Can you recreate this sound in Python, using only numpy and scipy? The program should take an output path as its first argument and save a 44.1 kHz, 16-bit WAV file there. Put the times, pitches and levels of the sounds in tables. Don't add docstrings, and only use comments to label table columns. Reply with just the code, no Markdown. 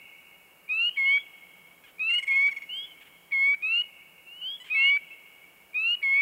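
import sys
import numpy as np
from scipy import signal
from scipy.fft import rfft, irfft, next_fast_len
from scipy.io import wavfile
from scipy.ndimage import map_coordinates

SR = 44100
rng = np.random.default_rng(int(sys.argv[2]) if len(sys.argv) > 2 else 0)


def rack_gain(trim_db):
    fader = np.asarray(trim_db, float)
    return 10 ** (fader / 20)


def dump_mix(stems):
    frames = np.atleast_2d(stems).T
    limited = np.clip(frames, -1, 1)
    pcm = np.round(limited * 32767).astype(np.int16)
    wavfile.write(sys.argv[1], SR, pcm)


N = 273861
LEAD_S = 2.8
M = N + round(LEAD_S * SR) + SR // 2

# (frequency [Hz], density [dB per Hz])
AIR = [(15, -40), (54, -14), (110, -18), (300, -11), (500, -11), (900, -12), (2600, -17.5), (3700, -32)]
# (frequency [Hz], density [dB per Hz])
HISS = [(1000, -40), (3600, -27), (5500, -27), (9000, -24), (15000, -19), (16000, -20)]
AIR_DB = -59.5
DRONE_HZ, DRONE_WIDTH_HZ, DRONE_DB = 173, 25, -75.5

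# (T60 [s], level [dB])
BANKS = [
    (.3, -27),
    (3.5, -24.3),
]

# (start [s], length [s], resting tone [Hz], level [dB])
RISING_PEEPS = [
    (.689, .209, 2440, -26),
    (1.993, .204, 2470, -26),
    (3.622, .201, 2455, -25.7),
    (4.699, .208, 2450, -26),
    (5.742, .213, 2425, -26),
    (-.3, .21, 2430, -25),
    (-1.6, .21, 2450, -25.5),
]
LOW_PEEPS = [
    (.97, .216, 2072, -21),
    (2.275, .224, 2075, -21),
    (3.319, .232, 2075, -21),
    (4.745, .234, 2078, -21),
    (6.026, .236, 2078, -21),
    (-.55, .22, 2075, -18.5),
    (-1.9, .23, 2075, -21),
]
# (lead [s], length [s], level re peep [dB])
RISING_CREAKS = [
    (.011, .008, -16),
]
LOW_CREAKS = [
    (.009, .003, -18),
    (.0045, .003, -14),
]
# (multiple of half the sac tone [1], level [dB])
RISING_ORDERS = [(1, -30), (2, 2), (3, -28), (4, -45), (5, -43), (6, -44), (7, -56)]
LOW_ORDERS = [(1, -32), (2, -0.5), (3, -29.5), (4, -38), (5, -51), (6, -55), (7, -50), (8, -57)]
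FAR_ORDERS = [(1, -32), (2, 0), (3, -33), (4, -44), (5, -46)]
TRILL_ORDERS = [(1, -28), (2, 1), (3, -22), (4, -29), (5, -31), (6, -30), (7, -35), (8, -36)]
# (multiple of a third of the sac tone [1], level [dB])
SLIP_ORDERS = [(1, -46), (2, -25), (2.4, -30), (4, -32), (5, -40), (6, -43)]
# (delay [s], level [dB])
RISING_REEDS = [(.022, -18), (.043, -22), (.07, -26)]
LOW_REEDS = [(.009, -22), (.016, -21), (.045, -29)]
FAR_REEDS = [(.027, -19), (.061, -21)]
HOARSE_REEDS = [(.019, -17), (.032, -17), (.047, -20)]
# (centre [Hz], width [Hz], gain [dB])
GLARE = [(2615, 75, -4.5), (5250, 130, -7), (6250, 380, -11), (6750, 110, -8), (7450, 130, -9),
         (8300, 330, -12)]
RISING_VOICE = dict(climb_hz_per_s=2500, onset_hz=-50, settle_s=.006, tire_hz=35, tire_s=.025,
                    attack_db=15, attack_s=.009, bow_db=6, fullest=.55, release_db=5, release_s=.006)
LOW_VOICE = dict(climb_hz_per_s=1000, onset_hz=190, settle_s=.031, tire_hz=15, tire_s=.015,
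                 attack_db=12, attack_s=.003, bow_db=8, fullest=.72, release_db=4, release_s=.007)
CRACK_DB, CRACK_S = -19, .005

# (start [s], length [s], first tone [Hz], last tone [Hz], level [dB])
FAINT_PEEPS = [
    (.8, .145, 2830, 3130, -47),
    (.945, .04, 3200, 3080, -49),
    (2.31, .057, 2320, 2570, -39),
    (2.69, .225, 2700, 3110, -49.5),
    (2.905, .035, 3140, 3000, -51),
    (4.26, .24, 2660, 3200, -47),
    (5.108, .037, 2580, 2740, -47),
    (6.13, .17, 2320, 2900, -41),
]
# (start [s], length [s], level [dB])
HIGH_PEEPS = [
    (1.05, .175, -36),
    (2.688, .182, -34.5),
    (4.41, .165, -34),
]
HIGH_FIRST_HZ, HIGH_LAST_HZ, HIGH_BEND, FAINT_BEND = 2795, 3365, 1.75, 1.21

# (start [s], length [s], pulse rate [Hz], level [dB], unsteadiness [0-1])
CROAKS = [
    (1.838, .026, 845, -54.5, .015),
    (1.861, .06, 730, -56, .1),
    (2.106, .028, 1052, -50, 0.22),
    (3.008, .035, 760, -54, .12),
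    (3.05, .05, 800, -57, .25),
    (4.6, .041, 995, -46.5, .003),
    (4.641, .06, 1050, -53, .03),
    (4.641, .09, 900, -54, .25),
]
# (frequency [Hz], gain [dB])
THROAT = [(700, -28.5), (1700, -5), (2250, -3), (3000, 3), (4000, -17), (6000, -24), (8000, -14),
          (10000, -32)]
CROAK_FULL_DB, DULL_PER_DB, SAG_PER_DB = -51, .6, .02

# (start [s], length [s], level [dB])
TRILL = [(2.095, .022, -36), (2.132, .028, -33), (2.181, .022, -33), (2.2245, .022, -33),
         (2.268, .023, -34), (2.307, .023, -34), (2.356, .026, -32.5), (2.405, .027, -34),
         (2.461, .022, -32), (2.51, .023, -33), (2.563, .025, -34), (2.62, .011, -35.5), (2.633, .01, -42)]
TRILL_HZ, TRILL_CLIMB_HZ, TRILL_CLIMB_S = 2135, 60, .3
SHRILL_DB, MELLOW_DB, MELLOWS_AT_S, MELLOWS_IN_S = 16, 2.5, 2.33, .015
TRILL_FULL_DB, SHRILL_PER_DB = -33.5, 2.5


def unit(x):
    return x / np.sqrt(np.mean(x ** 2) + 1e-20)


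def along(points, hz):
    f, v = np.transpose(points)
    return np.interp(np.log(hz + 1), np.log(f + 1), v)


def wobble(size, rate_hz):
    knots = rng.standard_normal(size=256)
    return map_coordinates(knots, [np.arange(size) * rate_hz / SR], mode="wrap")


def filtered(x, response):
    m = next_fast_len(len(x) + 8192)
    return irfft(rfft(x, m) * response(np.fft.rfftfreq(m, 1 / SR)), m)[:len(x)]


def bandpass(x, order, low, high):
    return signal.lfilter(*signal.butter(order, [low, high], "bandpass"), x)


def treble_loss(hz):
    return 1 / (1 + (hz / 4200) ** 4)


def add(air, start_s, sound):
    air[round((start_s + LEAD_S) * SR):][:len(sound)] += sound


def reflections(x, reeds):
    return sum(rack_gain(db) * np.roll(x, round(delay_s * SR)) for delay_s, db in reeds)


def stack(hz, orders, drift_db):
    phase = 2 * np.pi * np.cumsum(hz) / SR
    total = np.zeros(len(hz))
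    for k, db in orders:
        faintness = np.clip((-db - 24) / 24, 0, 1)
        level_db = db + faintness * drift_db * wobble(len(hz), 24)
        total += rack_gain(level_db) * np.sin(k * phase + rng.uniform(0, 7.1))
    return np.sqrt(2) * total


def background():
    def hiss_response(hz):
        outdoors = rack_gain(along(AIR, hz) - 30 * (hz > 4000))
        return np.hypot(outdoors, rack_gain(along(HISS, hz)))

    def drone_response(hz):
        return np.exp(-((hz - DRONE_HZ) / DRONE_WIDTH_HZ) ** 2)

    hiss = unit(filtered(rng.standard_normal(N), hiss_response))
    drone = unit(filtered(rng.standard_normal(N), drone_response))
    return rack_gain(AIR_DB + .4 * wobble(N, 3)) * hiss + rack_gain(DRONE_DB + 1.5 * wobble(N, 4)) * drone


def echoes(x):
    t = np.arange(3 * SR) / SR
    tail = np.zeros(len(t))
    for t60_s, db in BANKS:
        scatter = rng.standard_normal(len(t)) * rack_gain(-60 * t / t60_s) * np.clip(t / .03, 0, 1)
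        tail += rack_gain(db) * scatter / np.linalg.norm(scatter)
    return signal.fftconvolve(x, filtered(tail, treble_loss))[:M]


def course(t, climb_hz_per_s, onset_hz, settle_s, tire_hz, tire_s,
           attack_db, attack_s, bow_db, fullest, release_db, release_s):
    left = t[-1] - t
    lift_hz = climb_hz_per_s * t + onset_hz * np.exp(-t / settle_s) - tire_hz * np.exp(-left / tire_s)
    swell_db = -attack_db * np.exp(-t / attack_s)
    swell_db -= bow_db * (t / t[-1] - fullest) ** 2
    swell_db -= release_db * np.exp(-left / release_s)
    return lift_hz, swell_db


def peep(air, row, voice, orders, creaks, slip_s):
    start_s, length_s, rest_hz, db = row
    t = np.arange(0, length_s, 1 / SR)
    lift_hz, swell_db = course(t, **voice)
    tone_hz = rest_hz + lift_hz
    slipped = np.clip((t - t[-1] + slip_s) / .001, 0, 1)
    ragged_hz = tone_hz / 3 * (1 + .025 * wobble(len(t), 400))
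    main = stack(tone_hz / 2, orders[1:2], 0)
    regular = stack(tone_hz / 2, orders[:1] + orders[2:], 3.5)
    overtones = (1 - slipped) * regular + slipped * stack(ragged_hz, SLIP_ORDERS, 2.2)
    edges = np.clip(np.minimum(t / .001, (t[-1] - t) / .0035), 0, 1)
    add(air, start_s, rack_gain(db + swell_db) * edges * (main + overtones))

    crack = bandpass(rng.standard_normal(size=1024), 4, .07, .19)
    add(air, start_s, rack_gain(db + CRACK_DB) * np.exp(-t[:1024] / CRACK_S) * crack)

    for lead_s, span_s, creak_db in creaks:
        v = np.arange(0, span_s, 1 / SR)
        creak = np.sin(np.pi * v / span_s) * np.sin(2 * np.pi * (tone_hz[0] - 60) * v)
        add(air, start_s - lead_s, rack_gain(db + creak_db) * creak)


def near_frog(peeps, voice, orders, creaks, reeds, slip_s):
    def water(hz):
        return rack_gain(sum(db * np.exp(-((hz - centre) / width) ** 2) for centre, width, db in GLARE))

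    air = np.zeros(M)
    for row in peeps:
        peep(air, row, voice, orders, creaks, slip_s)
    air = filtered(air, water)
    return air + reflections(filtered(air, treble_loss), reeds)


def far_frogs():
    air = np.zeros(M)
    glides = [(s, length, HIGH_FIRST_HZ, HIGH_LAST_HZ, db, HIGH_BEND) for s, length, db in HIGH_PEEPS]
    glides += [(*row, FAINT_BEND) for row in FAINT_PEEPS]
    for start_s, length_s, first_hz, last_hz, db, bend in glides:
        u = np.arange(0, length_s, 1 / SR) / length_s
        tone_hz = last_hz + (first_hz - last_hz) * (1 - u) ** bend
        edges = np.clip(u / .045, 0, 1) * np.clip((1 - u) / .07, 0, 1)
        swell = edges * rack_gain(-20 * (u - .32) ** 2 + 1.2 * wobble(len(u), 60))
        add(air, start_s, rack_gain(db) * swell * stack(tone_hz / 2, FAR_ORDERS, 7))
    return air + reflections(air, FAR_REEDS)


def croaks():
    air = np.zeros(M)
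    for start_s, length_s, hz, db, rough in CROAKS:
        u = np.arange(0, length_s, 1 / SR) / length_s
        weak_db = max(CROAK_FULL_DB - db, 0)
        rate_hz = hz * (1 - SAG_PER_DB * weak_db * u ** 2 + rough * wobble(len(u), 250))
        phase = 2 * np.pi * np.cumsum(rate_hz) / SR
        voice = np.zeros(len(u))
        for k in range(1, 12):
            dull_db = DULL_PER_DB * weak_db * np.log2(1 + k * hz / 3000) ** 2
            voice += rack_gain(along(THROAT, k * rate_hz) - dull_db) * np.sin(k * phase)
        edges = np.clip(np.minimum(u / .04, (1 - u) / .45), 0, 1)
        add(air, start_s, rack_gain(db + 10 * rough * wobble(len(u), 120)) * edges * unit(voice))
    return air


def triller():
    air = np.zeros(M)
    for start_s, length_s, db in TRILL:
        hz = TRILL_HZ + TRILL_CLIMB_HZ * min((start_s - TRILL[0][0]) / TRILL_CLIMB_S, 1)
        early = 1 / (1 + np.exp((start_s - MELLOWS_AT_S) / MELLOWS_IN_S))
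        shrill_db = MELLOW_DB + (SHRILL_DB - MELLOW_DB) * early
        shrill_db = max(shrill_db + SHRILL_PER_DB * min(db - TRILL_FULL_DB, 0), -9)
        orders = [(k, level_db + shrill_db * np.exp(-((k * hz / 2 - 8300) / 700) ** 2))
                  for k, level_db in TRILL_ORDERS]

        u = np.arange(0, length_s, 1 / SR) / length_s
        unsteady = .005 + .05 * np.exp(-u / .12) + .03 * u ** 8
        tone_hz = hz * (1.03 - .06 * u) * (1 + unsteady * wobble(len(u), 500))
        flutter = rack_gain(1.5 * wobble(len(u), 250))
        scratch = rack_gain(-28 + .5 * shrill_db - 8 * u) * rng.standard_normal(len(u))
        voice = flutter * stack(tone_hz / 2, orders, 3)
        voice += bandpass(scratch, 2, .2, .41)
        voice += rack_gain(.4 * shrill_db + 3) * bandpass(scratch, 2, .34, .385)
        add(air, start_s, rack_gain(db - 1.5) * np.sin(np.pi * u) ** .4 * voice)
    return air


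def hoarse_frog():
    air = croaks() + triller()
    return air + reflections(air, HOARSE_REEDS)


def scene():
    rising = near_frog(RISING_PEEPS, RISING_VOICE, RISING_ORDERS, RISING_CREAKS, RISING_REEDS, slip_s=.008)
    low = near_frog(LOW_PEEPS, LOW_VOICE, LOW_ORDERS, LOW_CREAKS, LOW_REEDS, slip_s=.014)
    near, far, hoarse = low + rising, far_frogs(), hoarse_frog()
    frogs = near + hoarse + far + echoes(near + rack_gain(3) * hoarse + rack_gain(6) * far)
    return (frogs[round(LEAD_S * SR):][:N] + background())[None]


def top_cut(x):
    return signal.sosfilt(signal.butter(12, 16670, fs=SR, output="sos"), x)


def record(dry):
    def microphone(hz):
        dip = 1 - 0.9 * np.exp(-((hz - 5930) / 90) ** 2)
        return dip * (hz < 15780)

    mix = filtered(dry[0], microphone)[None]
    return top_cut(mix)


dry = scene()
out = record(dry)
dump_mix(out)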